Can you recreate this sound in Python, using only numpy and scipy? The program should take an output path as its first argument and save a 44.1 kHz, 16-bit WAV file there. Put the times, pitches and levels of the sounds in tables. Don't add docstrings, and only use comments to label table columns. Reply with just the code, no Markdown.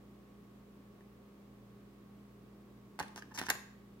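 import sys
import numpy as np
from scipy import signal
from scipy.fft import rfft, irfft, next_fast_len
from scipy.io import wavfile
from scipy.ndimage import map_coordinates

SR = 44100
rng = np.random.default_rng(int(sys.argv[2]) if len(sys.argv) > 2 else 0)


def materialize(psi):
    bounded = np.clip(np.atleast_2d(psi).T, -1, 1)
    quanta = np.round(bounded * 32767).astype(np.int16)
    wavfile.write(sys.argv[1], SR, quanta)


N = 176400

# frequency in Hz, level in dB.
HUM_LINES = [(59.5, -70.5), (118.2, -78), (120, -66.5), (171, -71), (202, -59.5), (404, -71.5), (1061, -83),
             (1119, -78.5), (1238, -84.5)]
# frequency in Hz, relative level in dB.
AIR_SPECTRUM = [(25, -20), (50, -6.5), (90, -10), (150, -4.5), (250, 1), (350, -1), (500, -6), (750, -13),
                (1150, -15.5), (1400, -17.5), (3000, -24), (6000, -31), (10000, -34), (13000, -32),
                (15800, -30)]
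# frequency in Hz, correlation.
AIR_CORRELATION = [(60, 0.46), (250, 0.93), (640, 0.41), (1400, 0)]
# frequency in Hz, T60 (time to fall 60 dB) in seconds.
ROOM_T60 = [(150, 0.34), (1500, 0.58), (6800, 0.47), (15000, 0.26)]
# frequency in Hz, gain in dB.
ROOM_COLOUR = [(150, -11), (850, -11.5), (1700, -11.5), (4000, -11), (6800, -13.5), (8500, -8.5),
               (14000, -14)]
# time in seconds, gain in dB.
ROOM_SHARE = [(3.0, 1.5), (3.5, 0.5)]
# frequency in Hz, left minus right in dB.
PORT_BALANCE = [(300, -1.5), (1200, -3), (1900, -8.5), (2900, 7.5), (4450, -7.5), (6050, 10), (6950, -4.5),
                (10500, 8), (15000, 5)]
# frequency in Hz, lead of the left in radians.
PORT_PHASE = [(300, -0.5), (900, 0.5), (1750, -0.1), (2700, 3.5), (3800, 4.5), (4800, 7), (6050, 9.5),
              (7000, 11), (7900, 13.5), (12000, 14)]
# frequency in Hz, relative level in dB, T60 in seconds.
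DESK_MODES = [(86.5, -26, 0.059), (182, -24, 0.068), (316, -13, 0.02), (565, -23, 0.067), (857, 2.5, 0.019),
              (1066, -4.5, 0.022), (1274, -10, 0.022), (1596, -1.5, 0.018), (1882, -6, 0.016)]
# start in seconds, gain in dB, rise in seconds, tilt in dB per octave.
KNOCKS = [(3.002, -22.5, 0.0022, -2.5), (3.4923, -31.5, 0.0007, 8), (3.5024, -31, 0.00052, 16)]
# frequency in Hz, relative level in dB.
BODY_SPECTRUM = [(100, -12.5), (300, -3.5), (600, -10), (900, 1.5), (1300, -6), (1800, -1.5), (2100, -15),
                 (2600, -6.5), (5000, -39)]
CRACK_SPECTRUM = [(500, -27), (2000, 8), (3200, 9.5), (4300, 7), (6000, 7), (8000, -2), (10500, -0.5),
                  (13000, -5.5), (16000, -8)]
SWISH_SPECTRUM = [(2000, -20), (4500, -7), (5300, 3), (6400, 2), (7400, -9), (9800, -15), (11300, -9),
                  (13000, -18), (16000, -24)]
# start and length in seconds, body and swish levels in dB.
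RUBS = [(3.162, .042, -55, -57), (3.308, .022, -54, -74), (3.338, .036, -55, -51), (3.372, .028, -42, -53),
        (3.395, .06, -53, -63), (3.451, .024, -53, -50)]
# start in seconds, body and crack levels in dB.
SNAPS = [(1.007, -60.5, -72), (2.9905, -35, -41.5), (2.9965, -43, -36.5), (2.9995, -44, -37.5),
         (3.0115, -36.5, -54), (3.027, -45, -45.5), (3.033, -44, -61), (3.082, -72, -54.5),
         (3.1605, -45.5, -43.5), (3.177, -44, -49), (3.2225, -51.5, -53), (3.3885, -55, -39.5),
         (3.397, -40, -43), (3.4143, -32.5, -40.5), (3.426, -44, -49), (3.437, -43, -48), (3.467, -41, -44),
         (3.4855, -36, -46), (3.4906, -37, -36.5), (3.499, -39, -39), (3.5003, -37.5, -28.5),
         (3.5028, -31.5, -24.5), (3.5065, -30.5, -48), (3.517, -38.5, -54), (3.553, -41, -51)]
# frequency in Hz, relative level in dB, T60 in seconds.
WALL_MODES = [(1694, -1, 0.018), (1836, -13, 0.018), (1980, -9, 0.0078)]
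# start in seconds, gain in dB, pitch ratio.
BUCKLES = [(3.005, -36, 1.06), (3.2224, -37, 1), (3.378, -33.5, 1.3), (3.397, -30.5, 1.1),
           (3.4857, -32, 0.98), (3.5028, -25.5, 1.1)]
# frequency in Hz, relative level in dB, T60 in seconds.
COIN_MODES = [(6514, -5, .022), (6842, 3, .028), (7030, 0, .022), (7434, -9, .016), (11290, -5, .018),
              (11620, -7, .016), (11770, -2, .019), (15250, -8, .012)]
# start in seconds, gain in dB.
CLINKS = [(3.4999, -26), (3.503, -29)]

SHARP_RISE_S = 0.00038
HALF_EACH_SIDE = np.array([[0.5], [-0.5]])
TIME = np.arange(N) / SR


def amp(db):
    return 10 ** (np.asarray(db) / 20)


def unit_rms(x):
    return x / np.sqrt(np.mean(x ** 2) + 1e-20)


def along(points, hz):
    knots_hz, values = np.transpose(points)
    return np.interp(np.log(hz + 1), np.log(knots_hz + 1), values)


def wobble(knots_per_s):
    knots = rng.standard_normal(int(N * knots_per_s / SR) + 4)
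    return map_coordinates(knots, [TIME * knots_per_s])


def filtered(x, response):
    size = next_fast_len(N + SR // 2)
    return irfft(rfft(x, size) * response(np.fft.rfftfreq(size, 1 / SR)), size)[..., :N]


def coloured(x, spectrum):
    return unit_rms(filtered(x, lambda hz: amp(along(spectrum, hz))))


def impulses(per_s):
    return (rng.random(N) < per_s / SR) * rng.standard_normal(N)


def add(track, start_s, sound):
    part = track[round(start_s * SR):][:len(sound)]
    part += sound[:len(part)]


def ring(modes, rise_s=SHARP_RISE_S, tilt_db=0):
    t = np.arange(SR // 2) / SR
    out = np.zeros(len(t))
    for hz, db, t60 in modes:
        decay = amp(db + tilt_db * np.log2(hz / 1000) - 60 * t / t60)
        out += decay * np.sin(2 * np.pi * (hz * t + rng.random()))
    return out * (1 - np.exp(-t / rise_s))


def hum_and_fan(flutter_db=1, drift_rad=0.3, air_db=-61, balance_db=-0.73):
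    def mid_side_gains(hz):
        angle = np.arccos(along(AIR_CORRELATION, hz)) / 2
        return amp(along(AIR_SPECTRUM, hz)) * [np.cos(angle), np.sin(angle)]

    hum = np.zeros(N)
    for hz, db in HUM_LINES:
        level = amp(db + flutter_db * wobble(6.88))
        hum += level * unit_rms(np.sin(2 * np.pi * hz * TIME + drift_rad * wobble(6)))
    mid, side = filtered(rng.standard_normal((2, N)), mid_side_gains)
    air = amp(air_db) * unit_rms(np.array([mid + side, mid - side]))
    return (hum + air) * amp(balance_db * HALF_EACH_SIDE)


def reverberation(x, delay_s=0.005):
    hz, t, noise = signal.stft(rng.standard_normal((2, SR * 3 // 4)), SR, nperseg=256)
    decay = amp(-60 * t / along(ROOM_T60, hz)[:, None])
    tail = signal.istft(noise * decay, SR, nperseg=256)[1]
    send = filtered(x, lambda hz: amp(along(ROOM_COLOUR, hz)))
    delayed = np.pad(send, (round(delay_s * SR), 0))
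    return signal.fftconvolve(delayed[None], tail / np.linalg.norm(tail[0]), axes=1)[:, :N]


def early_reflections(x, count=6, span_s=(0.001, 0.011), gain_db=-9):
    out = np.zeros((2, N))
    for port, delays in zip(out, rng.uniform(*span_s, (2, count))):
        for delay_s in delays:
            add(port, delay_s, rng.choice([-1, 1]) * x)
    return amp(gain_db) * out / np.sqrt(count)


def ports(x):
    def response(hz):
        gain = amp(HALF_EACH_SIDE * along(PORT_BALANCE, hz))
        return gain * np.exp(1j * HALF_EACH_SIDE * along(PORT_PHASE, hz))

    return filtered(x, response)


def low_cut(x, corner_hz=67):
    return signal.sosfilt(signal.butter(4, corner_hz, "highpass", fs=SR, output="sos"), x)


def desk_knocks():
    out = np.zeros(N)
    for start_s, db, rise_s, tilt_db in KNOCKS:
        add(out, start_s, amp(db) * ring(DESK_MODES, rise_s, tilt_db))
    return out


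def sleeve_rubs(slips_per_s=4000, fade_s=0.011):
    out = np.zeros(N)
    for layer, spectrum in enumerate([BODY_SPECTRUM, SWISH_SPECTRUM]):
        friction = unit_rms(impulses(slips_per_s)) + rng.standard_normal(N)
        scrape = coloured(friction, spectrum)
        for start_s, length_s, *levels in RUBS:
            inside_s = np.minimum(TIME - start_s, start_s + length_s - TIME)
            out += amp(levels[layer]) * np.clip(inside_s / fade_s, 0, 1) * scrape
    return out


def sleeve_crinkle(start_s=3.376, length_s=0.021, end_db=-41, swell_db=6, cracks_per_s=2500):
    progress = (TIME - start_s) / length_s
    swell = amp(end_db + swell_db * (np.clip(progress, 0, 1) - 1))
    pressed = (progress > 0) & (progress < 1)
    return swell * pressed * coloured(impulses(cracks_per_s), CRACK_SPECTRUM)


def crease_snaps(body_t60_s=0.015, crack_t60_s=0.01):
    out, t = np.zeros(N), np.arange(SR // 20) / SR
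    for layer, (spectrum, t60) in enumerate([(BODY_SPECTRUM, body_t60_s), (CRACK_SPECTRUM, crack_t60_s)]):
        noise = coloured(rng.standard_normal(N), spectrum)
        shape = amp(-60 * t / t60) * (1 - np.exp(-t / SHARP_RISE_S))
        shape /= shape.max()
        for k, (start_s, *levels) in enumerate(SNAPS):
            burst = noise[k * len(t):][:len(t)] * shape
            burst *= np.linalg.norm(shape) / np.linalg.norm(burst)
            add(out, start_s, amp(levels[layer]) * burst)
    return out


def wall_buckles():
    out = np.zeros(N)
    for start_s, db, pitch in BUCKLES:
        modes = [(hz * pitch, level, t60) for hz, level, t60 in WALL_MODES]
        add(out, start_s, amp(db) * ring(modes))
    return out


def coin_clinks():
    out = np.zeros(N)
    for start_s, db in CLINKS:
        add(out, start_s, amp(db) * ring(COIN_MODES))
    return out


def scene(coin_room_db=0.5):
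    sleeve = low_cut(crease_snaps() + wall_buckles() + sleeve_rubs() + sleeve_crinkle())
    desk = low_cut(desk_knocks())
    coin = coin_clinks()
    direct = sleeve + desk + coin
    reflections = early_reflections(direct)
    share = amp(np.interp(TIME, *np.transpose(ROOM_SHARE)))
    tails = sum(reverberation(share * x) for x in (sleeve, desk, amp(coin_room_db) * coin))
    return ports(direct) + reflections + tails + hum_and_fan()


def record(dry, top_hz=15900):
    return filtered(dry, lambda hz: hz < top_hz)


dry = scene()
out = record(dry)
materialize(out)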